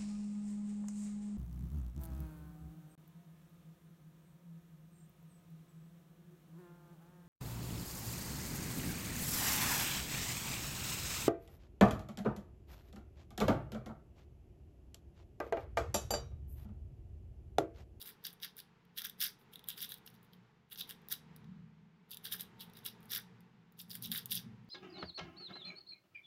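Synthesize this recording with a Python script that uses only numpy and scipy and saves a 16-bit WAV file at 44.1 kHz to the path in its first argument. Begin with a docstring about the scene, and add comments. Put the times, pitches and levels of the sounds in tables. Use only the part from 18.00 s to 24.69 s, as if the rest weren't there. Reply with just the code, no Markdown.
"""Puzzle cube and distant traffic

A plastic puzzle cube is turned fast by hand, close by in a furnished room. Each turn drags the
small pieces over one another: a dense rattle of tiny impacts, with louder snaps as pieces catch.
The edges tick, while the walls of the pieces and the air inside the cube resonate.
Far traffic comes through the walls of the room and booms in its low modes."""
import sys
import numpy as np
from scipy import signal
from scipy.fft import rfft, irfft, next_fast_len
from scipy.io import wavfile
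from scipy.ndimage import map_coordinates

SR = 44100
rng = np.random.default_rng(int(sys.argv[2]) if len(sys.argv) > 2 else 0)


def to_wav(sig):
    """Store sig (one row per channel, or 1-D mono) as 16-bit WAV at the path in sys.argv[1].

    Samples outside -1..1 are clipped; the rate is SR.
    """
    pcm = np.clip(np.atleast_2d(sig), -1, 1) * 32767
    pcm = np.round(pcm).astype(np.int16)
    wavfile.write(sys.argv[1], SR, pcm.T)  # frames by channels


N = 295029

# Levels in the tables are relative: each source applies its own gains and filters.
# Turns of a layer: (time of full speed [s], hold [s], tick level [dB], shell over ticks [dB],
# core over ticks [dB], gain of the small walls as the fingers free or damp them [dB])
LAYER_TURNS = [(0.004, 0.02, -57, -4.5, -28, -5.5), (0.059, 0.034, -53, -3, -10.5, -4),
               (0.252, 0.016, -54.5, 4.5, -5.5, -3.5), (0.433, 0.0037, -47, 1.5, -6.5, -3.5),
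               (0.582, 0.0022, -56, 5, -8.5, -9.5), (0.977, .015, -48.5, 1, -8.5, -8.5),
               (1.047, 0.0022, -47.5, 3.5, -4.5, -3), (1.211, 0.044, -38, -3, -12.5, -0.5),
               (1.395, .03, -80, -3, -19, -7), (1.535, .003, -61.5, 1, -18, -10.5),
               (1.686, 0.019, -50.5, 0.5, -13.5, -11), (1.778, 0.0034, -50, -4, -14, -11),
               (1.821, .004, -43, 2.5, -13.5, -7.5), (1.902, 0.022, -54.5, 0, -15.5, -8),
               (2.068, 0.0011, -61, -3, -23, -5), (2.14, 0.011, -76, 1.5, -20, -6),
               (2.233, 0.012, -79, -8, -20, -5), (2.333, 0.0041, -77.5, 4, -20, -10),
               (2.719, .012, -56, 1, -9.5, -13.5), (2.786, .022, -51.5, 2.5, -16.5, -6.5),
               (2.898, .001, -53, 0, -8, -6.5), (3.117, 0.0022, -41.5, -4.5, -12, 1.5),
               (4.115, 0.0048, -53, -0.5, -20, -5.5), (4.255, .001, -45.5, 0, -11.5, -7.5),
               (4.327, .001, -39.5, 2, -13, -8), (4.402, 0.00083, -46.5, -1, -13, -9),
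               (4.609, 0.01, -53.5, 4.5, -16, -11.5), (4.757, 0.027, -66, -0.5, -8, -4),
               (4.861, .001, -44.5, 1.5, -15.5, -5.5), (5.027, 0.021, -79, -7, -18, -3),
               (5.113, 0.06, -46, -2, -6, -0.5), (5.798, 0.00086, -50.5, -2, -20, -3.5),
               (5.907, .003, -53.5, -3.5, -20, 1.5), (5.949, .001, -49, -10, -16, -4.5),
               (6.035, 0.017, -48, -0.5, -25, -3), (6.123, .005, -42.5, -3.5, -13, -11),
               (6.146, 0.032, -48, 1.5, -10.5, -6), (6.316, 0.0076, -40.5, -3, -16.5, 2),
               (6.352, 0.022, -47, 0, -18.5, -2.5)]
# Pieces catching, and lone ticks between turns: (time [s], tick level [dB], knock level [dB])
SNAP_EVENTS = [(0.0153, -38, -35.5), (0.026, -37.5, -43), (0.078, -46, -49), (0.091, -44, -49),
               (0.2407, -43, -60), (0.2491, -44, -33.5), (0.2525, -35, -33.5), (0.2675, -30, -37.5),
               (0.304, -50, -69), (0.3295, -45, -55), (0.3368, -51, -65), (0.4013, -60, -61),
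               (0.42, -50, -57), (0.4313, -51, -40), (0.446, -36, -39), (0.568, -43.5, -53),
               (0.5909, -47, -47), (0.6015, -39, -48), (0.852, -66, -64), (0.9739, -38, -41.5),
               (0.983, -40, -37), (0.9928, -43, -38), (1.0188, -32.5, -35), (1.042, -41, -52),
               (1.05, -33, -44.5), (1.0684, -34, -51), (1.0973, -36.5, -48.5), (1.2055, -30.5, -38.5),
               (1.2138, -26.5, -33), (1.216, -32.5, -31.5), (1.2268, -25.5, -32.5), (1.242, -24.5, -39),
               (1.389, -68, -60), (1.4137, -65, -61.5), (1.5356, -56.5, -47), (1.5571, -43.5, -39.5),
               (1.5931, -49, -48), (1.6412, -52, -49), (1.674, -54, -66), (1.6868, -26, -37),
               (1.691, -38, -59), (1.7026, -34, -33.5), (1.777, -43, -51), (1.805, -47, -35),
               (1.8255, -32, -37), (1.8286, -33, -33), (1.8435, -38, -35), (1.8473, -41, -34),
               (1.892, -35.5, -57), (1.92, -34.5, -29.5), (1.9413, -39, -43), (1.975, -54, -60),
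               (1.983, -53, -62), (2.0634, -42.5, -71), (2.0753, -59.5, -40), (2.1016, -50, -69),
               (2.142, -57, -58), (2.2302, -57.5, -66), (2.2474, -61.5, -69), (2.3337, -58.5, -50.5),
               (2.701, -59, -62), (2.722, -59, -36), (2.7292, -38.5, -43), (2.7487, -46, -65),
               (2.758, -53, -36), (2.776, -42.5, -46), (2.786, -38.5, -42), (2.7983, -57, -37.5),
               (2.8081, -35, -35), (2.8115, -33.5, -34), (2.8758, -53, -52), (2.8934, -36, -50),
               (2.9086, -36, -36.5), (3.018, -65, -70), (3.086, -38.5, -51), (3.1, -43, -60),
               (3.1157, -37, -37.5), (3.1232, -35.5, -34.5), (3.1258, -23, -39), (3.3633, -49, -60),
               (3.4433, -68.5, -62), (4.099, -61, -71), (4.1081, -42, -69), (4.1148, -37, -43.5),
               (4.1354, -42, -68), (4.1452, -39, -46), (4.1712, -36.5, -38.5), (4.2427, -42, -56),
               (4.251, -40.5, -37.5), (4.2646, -38, -35), (4.3113, -53, -73), (4.3231, -35.5, -29),
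               (4.332, -34.5, -40), (4.3364, -32.5, -48), (4.3962, -52, -36.5), (4.409, -28.5, -44),
               (4.604, -53, -48), (4.611, -49, -47), (4.6985, -57.5, -59), (4.7356, -54.5, -57),
               (4.7714, -45, -47.5), (4.7893, -53.5, -53), (4.8505, -37, -46), (4.8631, -32, -37),
               (5.006, -60, -68), (5.0297, -53.5, -60), (5.0567, -53.5, -78), (5.0982, -47, -58),
               (5.119, -31.5, -38), (5.1344, -42, -34), (5.15, -26.5, -34), (5.155, -36, -65),
               (5.1707, -36, -43), (5.1787, -33, -38.5), (5.4063, -58.5, -68), (5.7227, -57, -72),
               (5.791, -43.5, -54), (5.8037, -58, -44), (5.8159, -40, -56), (5.8974, -48, -59),
               (5.912, -39, -57), (5.932, -41, -50), (5.9536, -34.5, -38), (6.0243, -34.5, -47.5),
               (6.0564, -47, -46), (6.073, -44, -49), (6.117, -24.5, -31), (6.1736, -44, -41),
               (6.178, -28.5, -37), (6.1918, -34, -45), (6.2306, -58, -53.5), (6.258, -28.5, -45.5),
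               (6.3123, -29, -54), (6.3254, -24, -36.5), (6.3535, -24, -48), (6.3603, -35, -39.5),
               (6.6468, -71.5, -84.5)]
# Spectrum of the ticking edges: (frequency [Hz], level [dB])
EDGE_SPECTRUM = [(1500, -90), (5000, -28.5), (6800, -11.5), (8500, -10), (9800, 0.5), (10800, -2.5),
                 (12200, 4.5), (15600, 0.5), (16000, -28.5), (16800, -42.5)]
# Modes of the shell, the walls of the pieces: (frequency [Hz], width per filter stage [Hz], level [dB])
SHELL_MODES = [(3030, 1250, -8.5), (3705, 937, -2), (4824, 1410, -3), (5810, 1700, -9.5)]
# Modes of the core, the air in the cube: (frequency [Hz], width per filter stage [Hz], level [dB])
CORE_MODES = [(1347, 850, -11), (1528, 720, -2), (2007, 1200, -3.5)]
# Echoes from near surfaces: (delay [s], level [dB])
REFLECTIONS = [(.0018, -14.5), (.0043, -12), (.0071, -34)]
# Reverberation of the room: (frequency [Hz], time to fall 60 dB [s])
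REVERB_TIMES = [(1000, 0.16), (3500, 0.22), (8000, 0.24), (15000, 0.085)]
# Course of the traffic: (time [s], boom level [dB], deep boom level [dB], tyre roar level [dB])
TRAFFIC_LEVELS = [(0.0, -67, -79, -72), (0.97, -71, -80, -76), (1.1, -69, -78, -73.5),
                  (1.9, -67, -71.5, -70.5), (2.44, -67, -73.5, -74), (2.7, -72.5, -83.5, -79),
                  (2.8, -66, -74, -70), (3.32, -60.5, -75.5, -71), (3.5, -50.5, -57.5, -73),
                  (3.72, -63.5, -75, -77.5), (4.08, -68, -81, -76.5), (4.3, -63.5, -67, -69),
                  (5.18, -62, -66, -69.5), (5.72, -65.5, -72.5, -77.5), (6.12, -49.5, -56, -69),
                  (6.19, -66, -62.5, -69.5), (6.47, -50.5, -56, -70.5), (6.69, -57.5, -62.5, -75)]
# Low room modes: (frequency [Hz], width [Hz], level [dB])
BOOM_MODES = [(168, 26, -7.5), (179.9, 12.3, 2), (208.4, 5.3, -3.5), (223, 14.7, -4)]
# Lowest room modes: (frequency [Hz], width [Hz], level [dB])
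DEEP_MODES = [(60, 17, -13.5), (91.2, 58, -16), (121.8, 12, 2.5)]
# Spectrum of the tyre roar: (frequency [Hz], spectral density level [dB])
TYRE_SPECTRUM = [(150, -12), (260, -7), (349, -8.5), (444, -2), (565, -17.5), (884, -8.5), (1110, -12),
                 (1950, -14.5), (2320, -16.5), (3570, -22), (7120, -34.5), (9540, -46.5), (11500, -40.5),
                 (16000, -49)]
# A vehicle pulling away: (time [s], firing frequency [Hz], level [dB], second harmonic level [dB])
ENGINE_TRACK = [(2.72, 72.3, -86, -77), (2.886, 74.3, -81.5, -74.5), (3.556, 78.04, -71, -56),
                (4.0, 80.6, -89, -72.5)]
# Gears of a passing car: (time [s], frequency [Hz], level [dB])
GEAR_TRACK = [(4.3, 930, -100), (4.4, 918, -80), (5.3, 892, -82), (5.7, 850, -100)]

RISE_DB_PER_S = 1299.5  # a finger flicks the layer up to speed
# As the layer slows, the lower-pitched parts die away later.
EDGE_FALL_DB_PER_S, SHELL_FALL_DB_PER_S, CORE_FALL_DB_PER_S = 539.5, 463.5, 379.5
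BAND_LIMIT_HZ = 16900


def turns():
    """Sliding contact: the rattle follows the force of each turn and dies between turns."""
    _, _, tick_db, shell_db, core_db, _ = np.transpose(LAYER_TURNS)
    ticks = rattle(per_s=1100, spread_db=3.5, t60=0.0032, rub=0.1)
    shell = rattle(per_s=300, spread_db=3, t60=0.004, rub=0.5)
    core = rattle(per_s=150, spread_db=-5, t60=0.0079, rub=0.8)
    return cube_body(turn_force(tick_db, EDGE_FALL_DB_PER_S) * ticks,
                     turn_force(tick_db + shell_db, SHELL_FALL_DB_PER_S) * shell,
                     turn_force(tick_db + core_db, CORE_FALL_DB_PER_S) * core)


def turn_force(levels_db, fall_db_per_s):
    """Superposed envelopes: each turn grows exponentially, holds, then decays exponentially."""
    lead = SR // 10
    force, t = np.zeros(N + SR), np.arange(-lead, SR // 2) / SR
    rise_db = RISE_DB_PER_S * np.minimum(t, 0)
    for (time, hold, *_), db in zip(LAYER_TURNS, levels_db):
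        fall_db = fall_db_per_s * np.maximum(t - hold, 0)
        force[round(time * SR):][:len(t)] += amp(db + rise_db - fall_db)
    return force[lead:][:N]


def rattle(per_s, spread_db, t60, rub):
    """Shot noise: random impacts of uneven strength, over the steady friction of sliding faces."""
    hits = rng.random(N) < per_s / SR
    strength = amp(spread_db * np.minimum(rng.exponential(size=N), 2))
    impacts = unit(chatter(hits * strength, t60))
    return unit(impacts + rub * rng.standard_normal(N))


def snaps():
    """Impulse excitation: a catching piece gives a tick and a sharp blow, and both chatter on."""
    times, tick_db, knock_db = np.transpose(SNAP_EVENTS)
    onsets = np.round(times * SR).astype(int)
    tick = np.bincount(onsets, amp(tick_db), N)
    knock = np.bincount(onsets, amp(knock_db), N)
    shell = amp(11.5) * knock + amp(-1.5) * chatter(knock, t60=0.0092)
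    edges = amp(6.5) * tick + chatter(tick, t60=0.0068)
    core_share_db = turn_setting(column=4) - turn_setting(column=3)  # core over shell, as in the rattle
    core = amp(np.minimum(core_share_db, -6)) * shell
    return amp(-2.5) * cube_body(edges, shell, core)


def chatter(blows, t60):
    """Exponential decay: each blow starts a noise burst that falls 60 dB in t60 seconds."""
    decay = amp(-60 * np.arange(SR // 20) / SR / t60)
    return signal.fftconvolve(blows, decay)[:N] * np.sign(rng.standard_normal(N))


def cube_body(ticks, shell, core):
    """Source and filter: sharp edges tick highest, the walls knock, the hollow core answers lowest."""
    walls = ringing(shell, SHELL_MODES, waver_db=3.0, grip_db=turn_setting(column=5))
    cavity = ringing(core, CORE_MODES, waver_db=1.5)
    edges = filtered(ticks, lambda f: amp(log_interp(EDGE_SPECTRUM, f)))
    return edges + amp(-2) * (walls + cavity)


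def ringing(drive, table, waver_db, grip_db=0):
    """Forced resonance: mode levels waver as loose pieces shift; the small walls follow the grip."""
    sound = np.zeros(N)
    for k, (hz, width, db) in enumerate(table):
        small_wall = hz > 4500
        gain = amp(db + waver_db * wobble(30) + grip_db * small_wall)
        sound += (-1) ** k * gain * filtered(drive, bandpass(hz, width, stages=3))
    return sound


def turn_setting(column):
    """Sample and hold: a column of LAYER_TURNS, stepping 30 ms before each turn reaches full speed."""
    table = np.array(LAYER_TURNS)
    current = np.searchsorted(table[:, 0] - 0.03, np.arange(N) / SR) - 1
    return table[np.maximum(current, 0), column]


def room(x):
    """Reflection and absorption: near surfaces echo, then each frequency decays at its own rate."""
    early = sum(amp(db) * np.pad(x, (round(delay * SR), 0))[:N] for delay, db in REFLECTIONS)
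    hz, t, noise = signal.stft(rng.standard_normal(SR // 2), SR, nperseg=256)
    decay = amp(-60 * t / log_interp(REVERB_TIMES, hz)[:, None])
    tail = signal.istft(noise * decay, SR, nperseg=256)[1]
    late = signal.fftconvolve(np.pad(x, (200, 0)), tail / np.linalg.norm(tail))[:N]
    return x + early + amp(-14) * late


def traffic():
    """Standing waves: engine noise booms in the room modes, while tyre roar swells as cars pass."""
    boom_db, deep_db, roar_db = curves(TRAFFIC_LEVELS)
    boom = filtered(amp(1.3 * wobble(11)) * rng.standard_normal(N), modes(BOOM_MODES))
    boom = filtered(boom, bandpass(hz=185, width=150, stages=2))
    deep = filtered(rng.standard_normal(N), modes(DEEP_MODES))
    deep = filtered(deep, bandpass(hz=100, width=150, stages=2))
    tyre_noise = amp(0.47 * wobble(9)) * rng.standard_normal(N)
    roar = filtered(tyre_noise, lambda f: amp(log_interp(TYRE_SPECTRUM, f)))
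    return amp(boom_db - 1) * unit(boom) + amp(deep_db) * unit(deep) + amp(roar_db + 3.5) * unit(roar)


def engine():
    """Periodic firing: a fundamental and its octave rise in pitch as a vehicle pulls away."""
    firing_hz, db, octave_db = curves(ENGINE_TRACK)
    return tone(firing_hz, db, waver_db=-1.0) + tone(2 * firing_hz, octave_db, waver_db=0.0)


def gears():
    """Gear meshing: a passing car gives a faint, falling whine."""
    hz, db = curves(GEAR_TRACK)
    return tone(hz, db, waver_db=4)


def tone(hz, db, waver_db):
    """Random modulation: a sine whose level and phase both wander in proportion to waver_db."""
    level = amp(db + waver_db * wobble(12))
    phase = 2 * np.pi * np.cumsum(hz) / SR + 0.3 * waver_db * wobble(12)
    return np.sqrt(2) * level * np.sin(phase)


def bandpass(hz, width, stages=1):
    """Damped resonator response; stages in cascade make the band narrower and steeper."""
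    return lambda f: (1j * f * width / (hz * hz - f * f + 1j * f * width)) ** stages


def modes(table):
    """Modal superposition: the responses of damped resonators add with alternating sign."""
    return lambda f: sum((-1) ** k * amp(db) * bandpass(hz, width)(f)
                         for k, (hz, width, db) in enumerate(table))


def filtered(x, response):
    """Linear filtering by a frequency response, scaled to conserve the power of white noise."""
    size = next_fast_len(N + SR // 2)
    gain = unit(response(np.fft.rfftfreq(size, 1 / SR)))
    return irfft(rfft(x, size) * gain, size)[..., :N]


def wobble(per_s):
    """Smooth fluctuation: a spline through per_s random values a second."""
    knots = rng.standard_normal(int(N * per_s / SR) + 4)
    return map_coordinates(knots, [np.arange(N) * per_s / SR])


def curves(table):
    """Linear interpolation in time: one value per sample for each column after the first."""
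    times, *columns = np.transpose(table)
    return [np.interp(np.arange(N) / SR, times, column) for column in columns]


def log_interp(points, hz):
    """Interpolation of (frequency [Hz], value) points on a logarithmic frequency axis."""
    frequencies, values = np.transpose(points)
    return np.interp(np.log(hz + 1), np.log(frequencies + 1), values)


def amp(db):
    """Amplitude ratio of a level in decibels."""
    return 10 ** (np.asarray(db) / 20)


def unit(x):
    """Normalisation to an rms of 1."""
    return x / np.sqrt(np.mean(np.abs(x) ** 2) + 1e-20)


def scene():
    """Superposition: the cube in the room and the traffic beyond it add in one channel."""
    return (room(turns() + snaps()) + traffic() + gears() + engine())[None]


def record(dry):
    """Band limiting: an ideal low-pass filter passes only what lies below BAND_LIMIT_HZ."""
    size = next_fast_len(N + SR // 2)
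    passband = np.fft.rfftfreq(size, 1 / SR) < BAND_LIMIT_HZ
    return irfft(rfft(dry, size) * passband, size)[..., :N]


dry = scene()
out = record(dry)
to_wav(out)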